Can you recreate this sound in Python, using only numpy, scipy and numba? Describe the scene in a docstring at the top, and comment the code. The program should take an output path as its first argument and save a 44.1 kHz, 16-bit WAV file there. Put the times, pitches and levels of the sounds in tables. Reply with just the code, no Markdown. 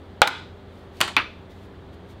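"""A wooden mallet raps a plastic mould, chocolate bars drop onto a lined tray, then the mallet is laid on
a metal tray: head first with a bounce, then the handle. Each blow is a half-sine push on decaying modes,
plus a crack and a noisy ring. Cloth rustles faintly as grainy hiss; a small hard room rings with dense
echoes over ventilation noise and hum. The rap clips, and gain control ducks the sound for a moment."""
import sys
import numpy as np
from scipy import signal
from scipy.fft import rfft, irfft
from scipy.io import wavfile
from scipy.ndimage import uniform_filter1d
from numba import njit

SR = 44100
rng = np.random.default_rng(int(sys.argv[2]) if len(sys.argv) > 2 else 0)


def transcribe(signal):
    """Save signal, clipped to [-1, 1], as a 16-bit WAV file at the path in sys.argv[1]."""
    frames = np.atleast_2d(signal).T
    limited = np.clip(frames, -1, 1)
    pcm = np.round(limited * 32767).astype(np.int16)
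    wavfile.write(sys.argv[1], SR, pcm)


def nominal_scale(level):
    """Amplitude ratio for a level in decibels (scalar or array-like)."""
    x = np.asarray(level, float) / 20
    return 10 ** x


N = 97020


def unit(x):
    """Scale to rms 1."""
    return x / np.sqrt(np.mean(x ** 2))


def colour(x, curve):
    """Filter by a (freq_hz, gain_db) curve, interpolated over log frequency."""
    freq_hz, gain_db = np.array(curve).T
    f = np.fft.rfftfreq(len(x), 1 / SR)
    gain = nominal_scale(np.interp(np.log(f + 1), np.log(freq_hz), gain_db))
    return irfft(rfft(x) * gain, len(x))


# ventilation spectrum: freq_hz, density_db (per Hz, relative)
AIR_SPECTRUM = [(12, -41), (20, -14), (58, -9), (66, -2.5), (81, -4), (141, -9.5), (202, -7.5), (308, -12),
                (385, -11.5), (494, -11.5), (817, -18), (1170, -21), (1550, -24), (1900, -26), (2600, -32),
                (3400, -28.5), (4500, -36.5), (5300, -46), (8000, -50), (11000, -55), (15700, -56),
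                (15900, -93)]
AIR_RMS_DB = -45.5
# hum lines: pitch_hz, rms_db, width_hz
HUM_LINES = [(87, -48.5, 3.84), (119, -59.5, 8.9), (185, -55.5, 10.8), (264.4, -58, 17), (339, -60, 11.74),
             (388, -55.5, 15.95)]


def machines():
    """Ventilation is coloured noise; hum lines are sines slowly wavering in pitch and level."""
    def waver():
        noise = rng.standard_normal(N)
        return unit(uniform_filter1d(uniform_filter1d(noise, size=4000), size=4000))

    out = nominal_scale(AIR_RMS_DB) * unit(colour(rng.standard_normal(N), AIR_SPECTRUM))
    for pitch_hz, rms_db, width_hz in HUM_LINES:
        line_hz = pitch_hz + width_hz / 2 * waver()
        phase = 2 * np.pi * np.cumsum(line_hz) / SR
        out = out + nominal_scale(rms_db + 0.69 * waver()) * np.sqrt(2) * np.sin(phase)
    return out


# crack spectrum: freq_hz, density_db (per Hz, relative)
CRACK_SPECTRUM = [(1000, -1), (3000, 3.5), (5000, -6.5), (8000, -9.5), (11500, -9.5), (15500, -15),
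                  (16500, -30)]
CRACK_T60_S = 0.0046
WOBBLE_RMS_DB, WOBBLE_ONSET_S = 4, 0.0033


def struck(blows, modes, blur):
    """Each blow: a half-sine push rings the wobbling modes; a crack and a noisy ring decay with it."""
    t = np.arange(SR // 2) / SR

    def decay(t60_s):
        return 1000. ** (-t / t60_s)

    def noise_burst(spectrum, t60_s):
        return unit(colour(rng.standard_normal(len(t)), spectrum)) * decay(t60_s)

    ring, sign = np.zeros(len(t)), 1
    for pitch_hz, level_db, t60_s in modes:
        drift = unit(uniform_filter1d(rng.standard_normal(len(t)), size=300))
        wobble = nominal_scale(WOBBLE_RMS_DB * np.minimum(t / WOBBLE_ONSET_S, 1) * drift)
        ring += sign * nominal_scale(level_db) * wobble * np.sin(2 * np.pi * pitch_hz * t) * decay(t60_s)
        sign = -sign  # neighbours in opposite phase

    blur_spectrum, blur_t60_s = blur
    out = np.zeros(N + SR)
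    for start_s, level_db, contact_ms, crack_db, blur_db in blows:
        late_s = start_s * SR % 1 / SR  # sub-sample start
        push = np.sin(np.pi * np.clip((t[:64] - late_s) / (contact_ms / 1000), 0, 1))
        tonal = np.convolve(ring, push / push.sum())[:len(t)]
        crack = nominal_scale(crack_db) * noise_burst(CRACK_SPECTRUM, CRACK_T60_S)
        noisy = nominal_scale(blur_db) * noise_burst(blur_spectrum, blur_t60_s)
        out[int(start_s * SR):][:len(t)] += nominal_scale(level_db) * (tonal + crack + noisy)
    return out[:N]


# blow: start_s, level_db, contact_ms, crack_db, blur_db
RAP_BLOW = [(0.2178, 18.5, .25, -20, -19.5)]
# plastic modes: pitch_hz, level_db, t60_s
MOULD_MODES = [(553.3, -22.5, 0.079), (690, -16.5, 0.05), (717, 2.5, 0.013), (826.5, -14.5, 0.09),
               (895, -24.5, 0.12), (1250, -26.5, .1), (1182, -33, 0.034), (1456, -0.5, 0.014),
               (2100, -11, 0.0139), (3410, -21, 0.055), (4640, -15.5, .015), (7020, -50, 0.0033),
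               (9300, -22, 0.0085)]
# close modes blurred to noise: [freq_hz, density_db (per Hz, relative)], t60_s
MOULD_NOISE = [(300, -30.5), (600, -3), (900, -15), (1300, -4.5), (2000, -1.5), (3600, -0.5), (4600, -15),
               (5200, -18), (9000, -36.5), (16000, -42.5)], 0.092


def mallet_rap():
    """Wood on a plastic mould: short modes and countless close ones that blur into noise."""
    return struck(RAP_BLOW, MOULD_MODES, MOULD_NOISE)


# room bands: centre_hz, echo_db, t60_s
ROOM_BANDS = [(250, -40, 0.55), (500, -35.5, 0.19), (1030, -43, 0.32), (1910, -41, 0.33),
              (4040, -42.5, 0.43), (8000, -44.5, 0.35), (14000, -45, 0.15)]
ROOM_ONSET_S = 0.012


def room(x):
    """Dense echoes swell in, then die away band by band."""
    t = np.arange(SR) / SR
    log_f = np.log(np.fft.rfftfreq(SR, 1 / SR) + 1)
    log_centres = np.log(np.array(ROOM_BANDS)[:, 0])
    noise = rfft(rng.standard_normal(SR))
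    tail = 0
    for k, (_, echo_db, t60_s) in enumerate(ROOM_BANDS):
        share = np.interp(log_f, log_centres, np.arange(len(ROOM_BANDS)) == k)  # crossfaded bands
        tail = tail + nominal_scale(echo_db) * irfft(noise * share, SR) * 1000. ** (-t / t60_s)
    onset = 1 - np.exp(-(t / ROOM_ONSET_S) ** 2)
    return signal.fftconvolve(x, tail * onset)[:N]


# blows: start_s, level_db, contact_ms, crack_db, blur_db
BAR_BLOWS = [(0.2739, -17.5, 0.33, 5.5, 7), (0.2752, -5, 0.19, -20, -17.5),
             (0.2792, -23.5, 0.3, 0.5, -18.5), (0.284, -18.5, 0.45, -10, -8.5)]
# bar modes: pitch_hz, level_db, t60_s
BAR_MODES = [(1243, 2, 0.017), (2020, -2.5, 0.013), (2282, -5, 0.026), (2940, -64, .04),
             (3680, -12.5, 0.0087), (3970, 8.5, 0.0083), (6105, -5.5, 0.037), (7700, -19, .01)]
# close modes blurred to noise: [freq_hz, density_db (per Hz, relative)], t60_s
BAR_NOISE = [(400, -21), (1200, 2), (2000, -6.5), (3200, -13.5), (4500, -10), (5400, -16.5), (11000, -22.5),
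             (16000, -29.5)], 0.033


def bar_drops():
    """Chocolate on a lined tray: a quick cluster of short, damped knocks."""
    return struck(BAR_BLOWS, BAR_MODES, BAR_NOISE)


# rustles: peak_s, level_db, rise_s, fall_s
CLOTH_RUSTLES = [(.78, -65, 0.071, 0.074), (0.988, -55.5, 0.05, 0.023), (1.51, -59.5, 0.012, 0.032),
                 (1.581, -66, 0.038, 0.072), (1.65, -64.5, 0.027, 0.018), (1.938, -62, .012, 0.019),
                 (2.112, -58, .03, .025)]
# hiss spectrum: freq_hz, density_db (per Hz, relative)
CLOTH_SPECTRUM = [(1000, -8), (3500, 0), (6000, -10), (10000, -15), (15700, -18), (15900, -50)]


def cloth():
    """Rubbing fibres: soft Gaussian swells of grainy hiss."""
    t = np.arange(N) / SR
    swell = np.zeros(N)
    for peak_s, level_db, rise_s, fall_s in CLOTH_RUSTLES:
        width_s = np.where(t < peak_s, rise_s, fall_s)
        swell += nominal_scale(level_db) * np.exp(-((t - peak_s) / width_s) ** 2)
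    grain = nominal_scale(1.6 * unit(uniform_filter1d(rng.standard_normal(N), size=60)))
    return swell * unit(colour(grain * rng.standard_normal(N), CLOTH_SPECTRUM))


# blows, bounce included: start_s, level_db, contact_ms, crack_db, blur_db
HEAD_BLOWS = [(1.0052, -18, 0.41, 4.5, -20), (1.0062, -3, 0.48, -14.5, -18.5), (1.013, -5, 0.12, 3, -14.5),
              (1.078, -17.5, 0.36, -14, -10.5)]
# head-on-tray modes: pitch_hz, level_db, t60_s
HEAD_MODES = [(170, -13, 0.029), (356, -21, 0.18), (625, -23.5, 0.035), (1145, -3.5, 0.0067),
              (1530, -10.5, 0.015), (2380, -34, .03), (2920, -2, 0.012), (3350, -3.5, 0.012)]
# close tray modes blurred to noise: [freq_hz, density_db (per Hz, relative)], t60_s
TRAY_NOISE = [(150, -28), (340, -4), (700, 0.5), (1160, 0), (2000, -4.5), (3200, -5), (4500, -7.5),
              (5300, -19), (8000, -17), (12500, -39.5), (16000, -49)], 0.19


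def head_knocks():
    """Mallet head on a metal tray: short modes over a longer noisy ring, with a bounce."""
    return struck(HEAD_BLOWS, HEAD_MODES, TRAY_NOISE)


# blows: start_s, level_db, contact_ms, crack_db, blur_db
HANDLE_BLOWS = [(1.166, -5.5, 0.14, -15, -8.5), (1.1702, -12, 0.3, -10.5, -14)]
# handle-on-tray modes: pitch_hz, level_db, t60_s
HANDLE_MODES = [(180, -14.5, 0.05), (271, -20.5, 0.11), (566, -29, 0.073), (861, -7.5, 0.051),
                (1065, -5.5, 0.018), (1249, -15.5, 0.21), (1846, -49, 0.12), (2047, -12, .07),
                (2362, -3, 0.03), (2546, -7.5, 0.049), (3560, -1.5, 0.017), (5820, -3, 0.0034)]
# close rim modes blurred to noise: [freq_hz, density_db (per Hz, relative)], t60_s
RIM_NOISE = [(150, -21), (300, -1.5), (600, -5.5), (1300, 1), (2300, 0.5), (3600, -5.5), (4600, -13),
             (6500, -36), (12000, -47), (16000, -49)], 0.17


def handle_knocks():
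    """Handle laid on the tray: two close knocks ring its modes and a noisy rim."""
    return struck(HANDLE_BLOWS, HANDLE_MODES, RIM_NOISE)


BASS_CUT_HZ = 600


def scene():
    """All knocks (small things radiate little bass), their room, cloth and machines."""
    knocks = mallet_rap() + bar_drops() + head_knocks() + handle_knocks()
    bass_cut = signal.butter(1, BASS_CUT_HZ, "high", fs=SR, output="sos")
    knocks = signal.sosfilt(bass_cut, knocks)
    return (knocks + room(knocks) + cloth() + machines())[None]


@njit
def follow(x, attack, release):
    """Peak follower: quick up, slow down; attack and release are per-sample fractions."""
    level, out = 0., np.empty(len(x))
    for i in range(len(x)):
        peak = abs(x[i])
        level += (peak - level) * (attack if peak > level else release)
        out[i] = level
    return out


THRESHOLD_DB, RATIO = -8, 9
ATTACK_S, RELEASE_S = .0025, .11
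TOP_HZ = 16500


def band_limit(x):
    """A steep low-pass at the top of the band."""
    return signal.sosfilt(signal.butter(12, 16540, fs=SR, output="sos"), x)


def record(dry):
    """Gain control above a threshold, top cut, then clipping at full scale."""
    level = follow(dry[0], 1 / (ATTACK_S * SR), 1 / (RELEASE_S * SR))
    gain = np.minimum(1, nominal_scale(THRESHOLD_DB) / (level + 1e-9)) ** (1 - 1 / RATIO)
    top_cut = signal.ellip(8, .2, 70, TOP_HZ, fs=SR, output="sos")
    mix = signal.sosfilt(top_cut, dry * gain)
    return band_limit(np.clip(mix, -1, 1))


dry = scene()
out = record(dry)
transcribe(out)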